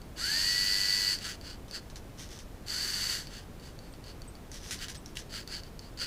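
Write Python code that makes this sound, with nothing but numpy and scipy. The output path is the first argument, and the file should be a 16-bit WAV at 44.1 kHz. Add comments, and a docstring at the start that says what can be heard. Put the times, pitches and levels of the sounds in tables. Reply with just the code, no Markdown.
"""Toy robot and puzzle cube

A geared servo spins a toy-brick robot's turntable twice and nudges it into place. Tooth impacts make
it rattle, periodic meshing makes it whine, and the gears tick as they take up their play. The frame
clunks under load. A plastic arm knocks, slides and squeaks by stick-slip friction as it tips the cube
over. A small room reflects these sounds, above a low rumble."""
import sys
import numpy as np
from scipy import signal
from scipy.fft import rfft, irfft
from scipy.io import wavfile
from scipy.ndimage import uniform_filter1d

SR = 44100
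rng = np.random.default_rng(int(sys.argv[2]) if len(sys.argv) > 2 else 0)


def put_to_file(sound):
    """Save the sound as 16-bit audio at rate SR, in the file named by the first command-line argument."""
    columns = np.atleast_2d(sound).T  # one column per channel
    safe = np.clip(columns, -1, 1)
    whole_steps = np.round(safe * 32767)
    wavfile.write(sys.argv[1], SR, whole_steps.astype(np.int16))


N = 267246
TIME = np.arange(N) / SR

# brief servo moves: start_s, length_s, rattle_db, ring_over_rattle_db, tick_db
SERVO_NUDGES = [(0.017, .03, -68, -8, -42.5), (1.1879, 0.17, -38.5, -7, -31), (1.4122, 0.15, -48, -1, -39),
                (1.7115, .09, -43, 2, -34), (3.271, .17, -48.5, -6.5, -37), (3.598, 0.1306, -53.5, -8, -46),
                (3.79, 0.12, -64.5, -1, -41.5), (3.938, 0.034, -66.5, -4, -45),
                (4.0406, 0.092, -51.5, -0.5, -42), (4.2189, 0.058, -65, -7, -36.5),
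                (4.353, .03, -67.5, -4, -43.5), (4.79, 0.084, -39.5, -13, -39.5),
                (5.295, .14, -42, -3.5, -59), (5.476, .132, -42.5, 1, -33), (5.635, .06, -57, -5, -39),
                (5.793, 0.107, -58, 0.5, -37), (5.974, 0.1076, -38.5, 1.5, -39)]
# long servo moves: start_s, driven_s, top_rev_per_s, level_db, swell_db_per_s, attack_s, coast_s, tick_db
SERVO_TURNS = [(.157, .968, 98.4, -34.5, -1, 0.073, 0.0424, -45),
               (2.658, 0.47, 94, -39, 7, 0.028, 0.0868, -31)]
# broad spectrum of the gearbox: frequency_hz, level_db
GEARBOX_SPECTRUM = [(500, -23.5), (1200, -18.5), (1450, -4.5), (1850, 0), (2300, -6.5), (3700, -1),
                    (5300, -1.5), (6300, -2.5), (8700, -10.5), (11500, -13.5), (12700, -15.5),
                    (14000, -13.5), (15500, -19)]
# narrow resonances of the gearbox: centre_hz, width_hz, gain_db
GEARBOX_RESONANCES = [(1430, 90, 4.5), (2913, 320, 5), (3430, 53, -0.5), (6210, 160, 5), (7370, 180, 5.5),
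                      (8000, 430, 5), (9360, 230, 5.5), (10340, 220, 5), (11670, 250, 6), (13900, 500, 1.5)]
# the arm meets the cube: start_s, knock_db, ring_hz, scrape_db, pressure_rise_s
ARM_CONTACTS = [(1.682, -37.5, 3350, -57, 0.013), (1.9, -40, 4600, -58, .009),
                (1.958, -33, 4930, -48.5, 0.011), (2.174, -48, 5850, -45.5, 0.033),
                (2.29, -42, 5850, -49.5, 0.041), (2.389, -35.5, 5830, -49, 0.0111),
                (4.516, -33, 5850, -45.5, 0.031), (4.603, -48, 4600, -46.5, 0.078),
                (4.709, -19.5, 5950, -36.5, 0.016), (4.884, -29.5, 4130, -41.5, .015),
                (4.946, -37, 3980, -45, .009), (5.06, -34.5, 5700, -57, 0.02),
                (5.155, -35, 2800, -47, 0.0073), (5.17, -22, 3060, -43, 0.017)]
# spectrum of plastic pressed hard: frequency_hz, level_db
HARD_RUB_SPECTRUM = [(600, -30), (1100, -12), (1700, 2.5), (2300, -1.5), (3100, 0.5), (4500, 0),
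                     (6000, 0.5), (8000, -2.5), (10500, -6.5), (15000, -19.5)]
CASING_HZ = 4557


def from_db(db):
    """Amplitude ratio of a level in decibels."""
    return 10 ** (np.asarray(db) / 20)


def rms_one(x):
    """Normalisation to unit power."""
    return x / np.sqrt(np.mean(x ** 2) + 1e-20)


def drift(rate_hz, step=20):
    """Low-passed noise: a slow random fluctuation of unit power."""
    pole = np.exp(-2 * np.pi * rate_hz * step / SR)
    noise = rng.standard_normal((N + SR) // step)
    slow = signal.lfilter([1], [1, -2 * pole, pole ** 2], noise)[SR // step:]
    return np.interp(np.arange(N) / step, np.arange(len(slow)), rms_one(slow))


def response_db(spectrum, hz, modes=()):
    """Frequency response: a broad spectrum plus Lorentzian resonance peaks."""
    points = np.array(spectrum)
    db = np.interp(np.log(hz + 1), np.log(points[:, 0]), points[:, 1])
    return db + sum(peak_db / (1 + (2 * (hz - centre) / width) ** 2) for centre, width, peak_db in modes)


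def colour(x, spectrum, modes=(), size=4096):
    """Minimum-phase filtering by a spectrum and its resonances; unit power."""
    db = response_db(spectrum, np.arange(size // 2 + 1) * SR / size, modes)
    cepstrum = irfft(np.log(from_db(db)))[:size // 2]
    impulse_response = irfft(np.exp(2 * rfft(cepstrum, size)))
    return rms_one(signal.oaconvolve(x, impulse_response)[:len(x)])


def resonance(x, hz, width_hz, order=2):
    """Band-pass resonator whose skirts steepen with order; unit power."""
    band = signal.butter(1, [hz - width_hz / 2, hz + width_hz / 2], "band", fs=SR, output="sos")
    return rms_one(signal.sosfilt(np.tile(band, (order, 1)), x))


def grains(per_s, spread_db):
    """Poisson process of tiny impacts, uneven in size and sign."""
    out = np.zeros(N)
    chance, size = rng.random((2, N))
    hit = chance < per_s / SR
    polarity = np.sign(chance[hit] - per_s / SR / 2)
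    out[hit] = polarity * from_db(spread_db * np.minimum(-np.log(size[hit]), 4))
    return rms_one(out)


def decay(t60, size):
    """Exponential damping: 60 dB down in t60 seconds."""
    return np.exp(-np.log(1000) * np.arange(size) / SR / max(t60, 1e-3))


def add(out, start_s, sound):
    """Superposition of a short sound at its onset."""
    start = max(round(start_s * SR), 0)
    out[start:start + len(sound)] += sound[:N - start]


def rumble(level_db=-46):
    """Stationary room noise: a low rumble with faint hiss."""
    # background spectrum: frequency_hz, level_db
    spectrum = [(12, -8.5), (28, 2), (55, -3), (130, -7), (200, -10), (400, -15), (630, -19), (1000, -24),
                (2000, -30), (3200, -33), (6000, -37), (15500, -42.5)]
    return from_db(level_db) * colour(rng.standard_normal(N), spectrum)


def nudges(creep=0.21):
    """Aperiodic tooth impacts: in a brief move the teeth meet softly and the rotor holds no pitch."""
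    # gearbox spectrum at low speed: frequency_hz, level_db
    slow_spectrum = [(500, -37), (1150, -9.5), (1430, 1), (1750, 3.5), (2300, -4), (3000, 0.5), (3800, 0.5),
                     (5300, -2.5), (6300, -3), (8500, -10.5), (11000, -13.5), (12700, -21), (15500, -15)]
    rattle_gain, ring_gain = np.zeros(N), np.zeros(N)
    for start, length, db, ring_db, _ in SERVO_NUDGES:
        arch = np.sin(np.pi * TIME[TIME < length] / length) ** 2
        swell = from_db(db) * (creep + (1 - creep) * arch)
        add(rattle_gain, start, swell)
        add(ring_gain, start, swell * from_db(ring_db))
    teeth = grains(per_s=4000, spread_db=3.1)
    rattle = colour(teeth, slow_spectrum, GEARBOX_RESONANCES)
    ring = resonance(teeth, CASING_HZ, width_hz=760)
    return rattle_gain * rattle + ring_gain * ring


def ticks(level_db=2.5, snap_db=-7.5, t60=0.011, take_up_s=.026, size=2048):
    """Backlash: as a move begins, a tooth crosses its gap and strikes the next; the casing rings."""
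    out = np.zeros(N)
    moves = [(start + take_up_s, db) for start, *_, db in SERVO_TURNS]
    moves += [(start, db) for start, *_, db in SERVO_NUDGES]
    noise = rng.standard_normal(size * len(moves))
    snaps = colour(noise, GEARBOX_SPECTRUM, GEARBOX_RESONANCES).reshape(-1, size)
    ring = np.sin(2 * np.pi * CASING_HZ * TIME[:size])
    for (start, db), snap in zip(moves, snaps):
        add(out, start, from_db(db + level_db) * (ring + from_db(snap_db) * snap) * decay(t60, size))
    return out


def rotor(start, driven, top, attack, coast, speed_gap=.6, spin_up_s=.098, braking=0.27):
    """Inertia: the rotor nears top speed exponentially, then slows and fades once undriven."""
    on = (TIME > start) & (TIME < start + driven + 3 * coast)
    age = TIME[on] - start
    coasting = np.maximum(age - driven, 0) / coast
    speed = top * (1 - speed_gap * np.exp(-age / spin_up_s)) * np.exp(-braking * coasting)
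    gain = (1 - np.exp(-age / attack)) * from_db(-10 * coasting ** 1.9)
    return on, age, speed, gain


def mesh_whine(on, rev_per_s, revs, waver_db=3.0):
    """Periodic meshing: harmonics of the rotation rate waver separately and excite the gearbox modes."""
    # gear mesh tones: rotor_multiple, level_db
    mesh_tones = [(10, 0), (15, -32), (16, -13), (17, -18), (19, -10.5), (20, 0.5), (26, -10.5), (30, -13),
                  (36, -8.5), (38, -10), (56, -8), (64, -8), (73, -6)]
    waver = waver_db * drift(23)
    # torque: louder while speeding up, softer while coasting, the low tones most
    acceleration = uniform_filter1d(np.gradient(rev_per_s) * SR, SR // 30)
    torque_db = np.clip(.045 * acceleration, -9, 8)
    whine = 0
    for multiple, db in mesh_tones:
        gearbox_db = response_db(GEARBOX_SPECTRUM, multiple * rev_per_s, GEARBOX_RESONANCES)
        tone_db = db + torque_db * min(1, 20 / multiple) + gearbox_db
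        tone_db += np.roll(waver, rng.integers(N))[on]
        whine += from_db(tone_db) * np.cos(2 * np.pi * multiple * revs)
    return whine


def turn(move, repeat, throb_db, whine_db, growl_db, ring_db, ring_exponent, wobble, uneven_db):
    """Forced vibration: tooth flaws recurring each revolution and loose chatter shake gears and casing."""
    start, driven, top, level_db, swell_db_per_s, attack, coast, _ = move
    on, age, speed, gain = rotor(start, driven, top, attack, coast)
    rev_per_s = speed * (1 + wobble * drift(15.25)[on])
    revs = np.cumsum(rev_per_s) / SR
    flaws = irfft(np.exp(2j * np.pi * rng.random(170)), 4096)
    periodic = rms_one(np.interp(revs % 1, np.arange(len(flaws)) / len(flaws), flaws))
    chatter = grains(per_s=6000, spread_db=2.3)[on]
    # the teeth settle into their pattern as the rotor nears full speed
    share = np.clip(repeat * (rev_per_s / rev_per_s.max()) ** 2, 0, 1)
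    teeth = np.sqrt(share) * periodic + np.sqrt(1 - share) * chatter
    # the off-centre rotor presses the teeth together once a revolution, with a lesser push between
    push = np.cos(2 * np.pi * revs) + 0.23 * np.cos(4 * np.pi * revs)
    pressure_db = throb_db * (speed / top) ** 2 * push + uneven_db * drift(60)[on]
    rattle = colour(teeth * from_db(pressure_db / 4), GEARBOX_SPECTRUM, GEARBOX_RESONANCES)
    ring = resonance(teeth * from_db(pressure_db), CASING_HZ, width_hz=576)
    growl = resonance(teeth, hz=1810, width_hz=1500)
    whine = mesh_whine(on, rev_per_s, revs)
    gears = from_db(swell_db_per_s * age) * (rattle + from_db(growl_db) * growl + from_db(whine_db) * whine)
    casing = from_db(ring_db) * (speed / top) ** ring_exponent * ring
    out = np.zeros(N)
    out[on] = from_db(level_db) * gain * (gears + casing)
    return out


def clunks(size=8192):
    """Damped free vibration: a soft jolt under load excites one low mode of the frame."""
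    # jolts of the frame: start_s, level_db, pitch_hz, t60_s
    jolts = [(0.37, -41, 620, 0.057), (6.015, -42.5, 528, 0.24)]
    out = np.zeros(N)
    onset = 1 - decay(0.011, size)
    for start, db, hz, t60 in jolts:
        add(out, start, from_db(db) * np.sin(2 * np.pi * hz * TIME[:size]) * decay(t60, size) * onset)
    return out


def knocks(level_db=-6, rattle_db=-10, size=8192):
    """Impact of plastic on plastic: a sharp resonant crack, then loose pieces rattle out."""
    out = np.zeros(N)
    plastic = colour(grains(per_s=9000, spread_db=2.8), HARD_RUB_SPECTRUM)
    envelope = decay(0.01, size) + from_db(rattle_db) * decay(0.04, size)
    for k, (start, db, ring_hz, _, _) in enumerate(ARM_CONTACTS):
        contact = plastic[k * size:(k + 1) * size]
        body = contact + resonance(contact, ring_hz, width_hz=900, order=1)
        add(out, start, from_db(db + level_db) * rms_one(body) * envelope)
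    return out


def slides(level_db=-1, hard_db=-44, steepness=1.33, size=16384):
    """Sliding friction: dense slips follow each knock; pressure brings out the frame's lower body."""
    # spectrum of plastic rubbed lightly: frequency_hz, level_db
    light_spectrum = [(590, -33), (1000, -7), (1320, -14), (1710, -3.5), (2560, -9), (2940, -6), (4860, -3),
                      (5980, 1.5), (7430, -13.5), (10400, -14.5), (15500, -26)]
    power = np.zeros(N)
    for start, _, _, db, rise_s in ARM_CONTACTS:
        progress = TIME[:size] / rise_s
        pressure = (progress * np.exp(1 - progress)) ** steepness
        add(power, start, (from_db(db) * pressure) ** 2)
    hard_share = power / (power + from_db(hard_db) ** 2)
    light_rub = colour(grains(per_s=2000, spread_db=3.4), light_spectrum)
    hard_rub = colour(grains(per_s=2500, spread_db=2.5), HARD_RUB_SPECTRUM)
    rub = np.sqrt(1 - hard_share) * light_rub + np.sqrt(hard_share) * hard_rub
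    return from_db(level_db) * np.sqrt(power) * rub


def squeaks(level_db=-1, waver=0.0135, sag=.025, size=8192):
    """Stick-slip oscillation: a dry joint chirps, sagging in pitch as it slows."""
    # chirps of the joint: start_s, level_db, pitch_hz, t60_s
    chirps = [(3.925, -46.5, 8340, 0.041), (4.277, -43, 8350, 0.095), (4.9716, -44.5, 8200, 0.087)]
    out = np.zeros(N)
    unsteady = drift(120)
    onset = 1 - decay(0.0083, size)
    for k, (start, db, hz, t60) in enumerate(chirps):
        pitch_hz = hz * (1 + waver * unsteady[k * size:(k + 1) * size] + sag * (decay(0.075, size) - .5))
        tone = np.sin(2 * np.pi * np.cumsum(pitch_hz) / SR)
        add(out, start, from_db(db + level_db) * tone * decay(t60, size) * onset)
    return out


def room(x, wet_db=-20, t60=0.26, tail_cutoff_hz=6500, size=16384):
    """Comb filtering by early reflections gives a hollow colour; reverberation adds a short tail."""
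    # reflections from the table and the nearest wall: delay_s, level_db
    reflections = [(.0031, -16.5), (.00665, -14)]
    lowpass = signal.butter(2, tail_cutoff_hz, fs=SR, output="sos")
    tail = signal.sosfilt(lowpass, rng.standard_normal(size)) * decay(t60, size) * (TIME[:size] > .005)
    response = from_db(wet_db) * tail / np.linalg.norm(tail)
    response[0] = 1  # direct sound
    for delay_s, db in reflections:
        response[round(delay_s * SR)] += from_db(db)
    return signal.fftconvolve(x, response / np.linalg.norm(response))[:N]


def scene():
    """Superposition in the room: a free, singing turn, a rougher one under load, and the small moves."""
    free = turn(SERVO_TURNS[0], repeat=0.48, throb_db=3.0, whine_db=-6.5, growl_db=-22.5,
                ring_db=3.5, ring_exponent=0.82, wobble=0.00244, uneven_db=-0.5)
    loaded = turn(SERVO_TURNS[1], repeat=0.39, throb_db=1, whine_db=-16, growl_db=-15,
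                  ring_db=1.5, ring_exponent=0.166, wobble=.016, uneven_db=2.5)
    robot = free + loaded + nudges() + ticks() + clunks() + knocks() + slides() + squeaks()
    return (rumble() + room(robot))[None]


def record(dry, cutoff_hz=15530):
    """Band limiting: a steep elliptic low-pass removes the highest treble."""
    return signal.sosfilt(signal.ellip(12, .1, 80, cutoff_hz, fs=SR, output="sos"), dry)


dry = scene()
out = record(dry)
put_to_file(out)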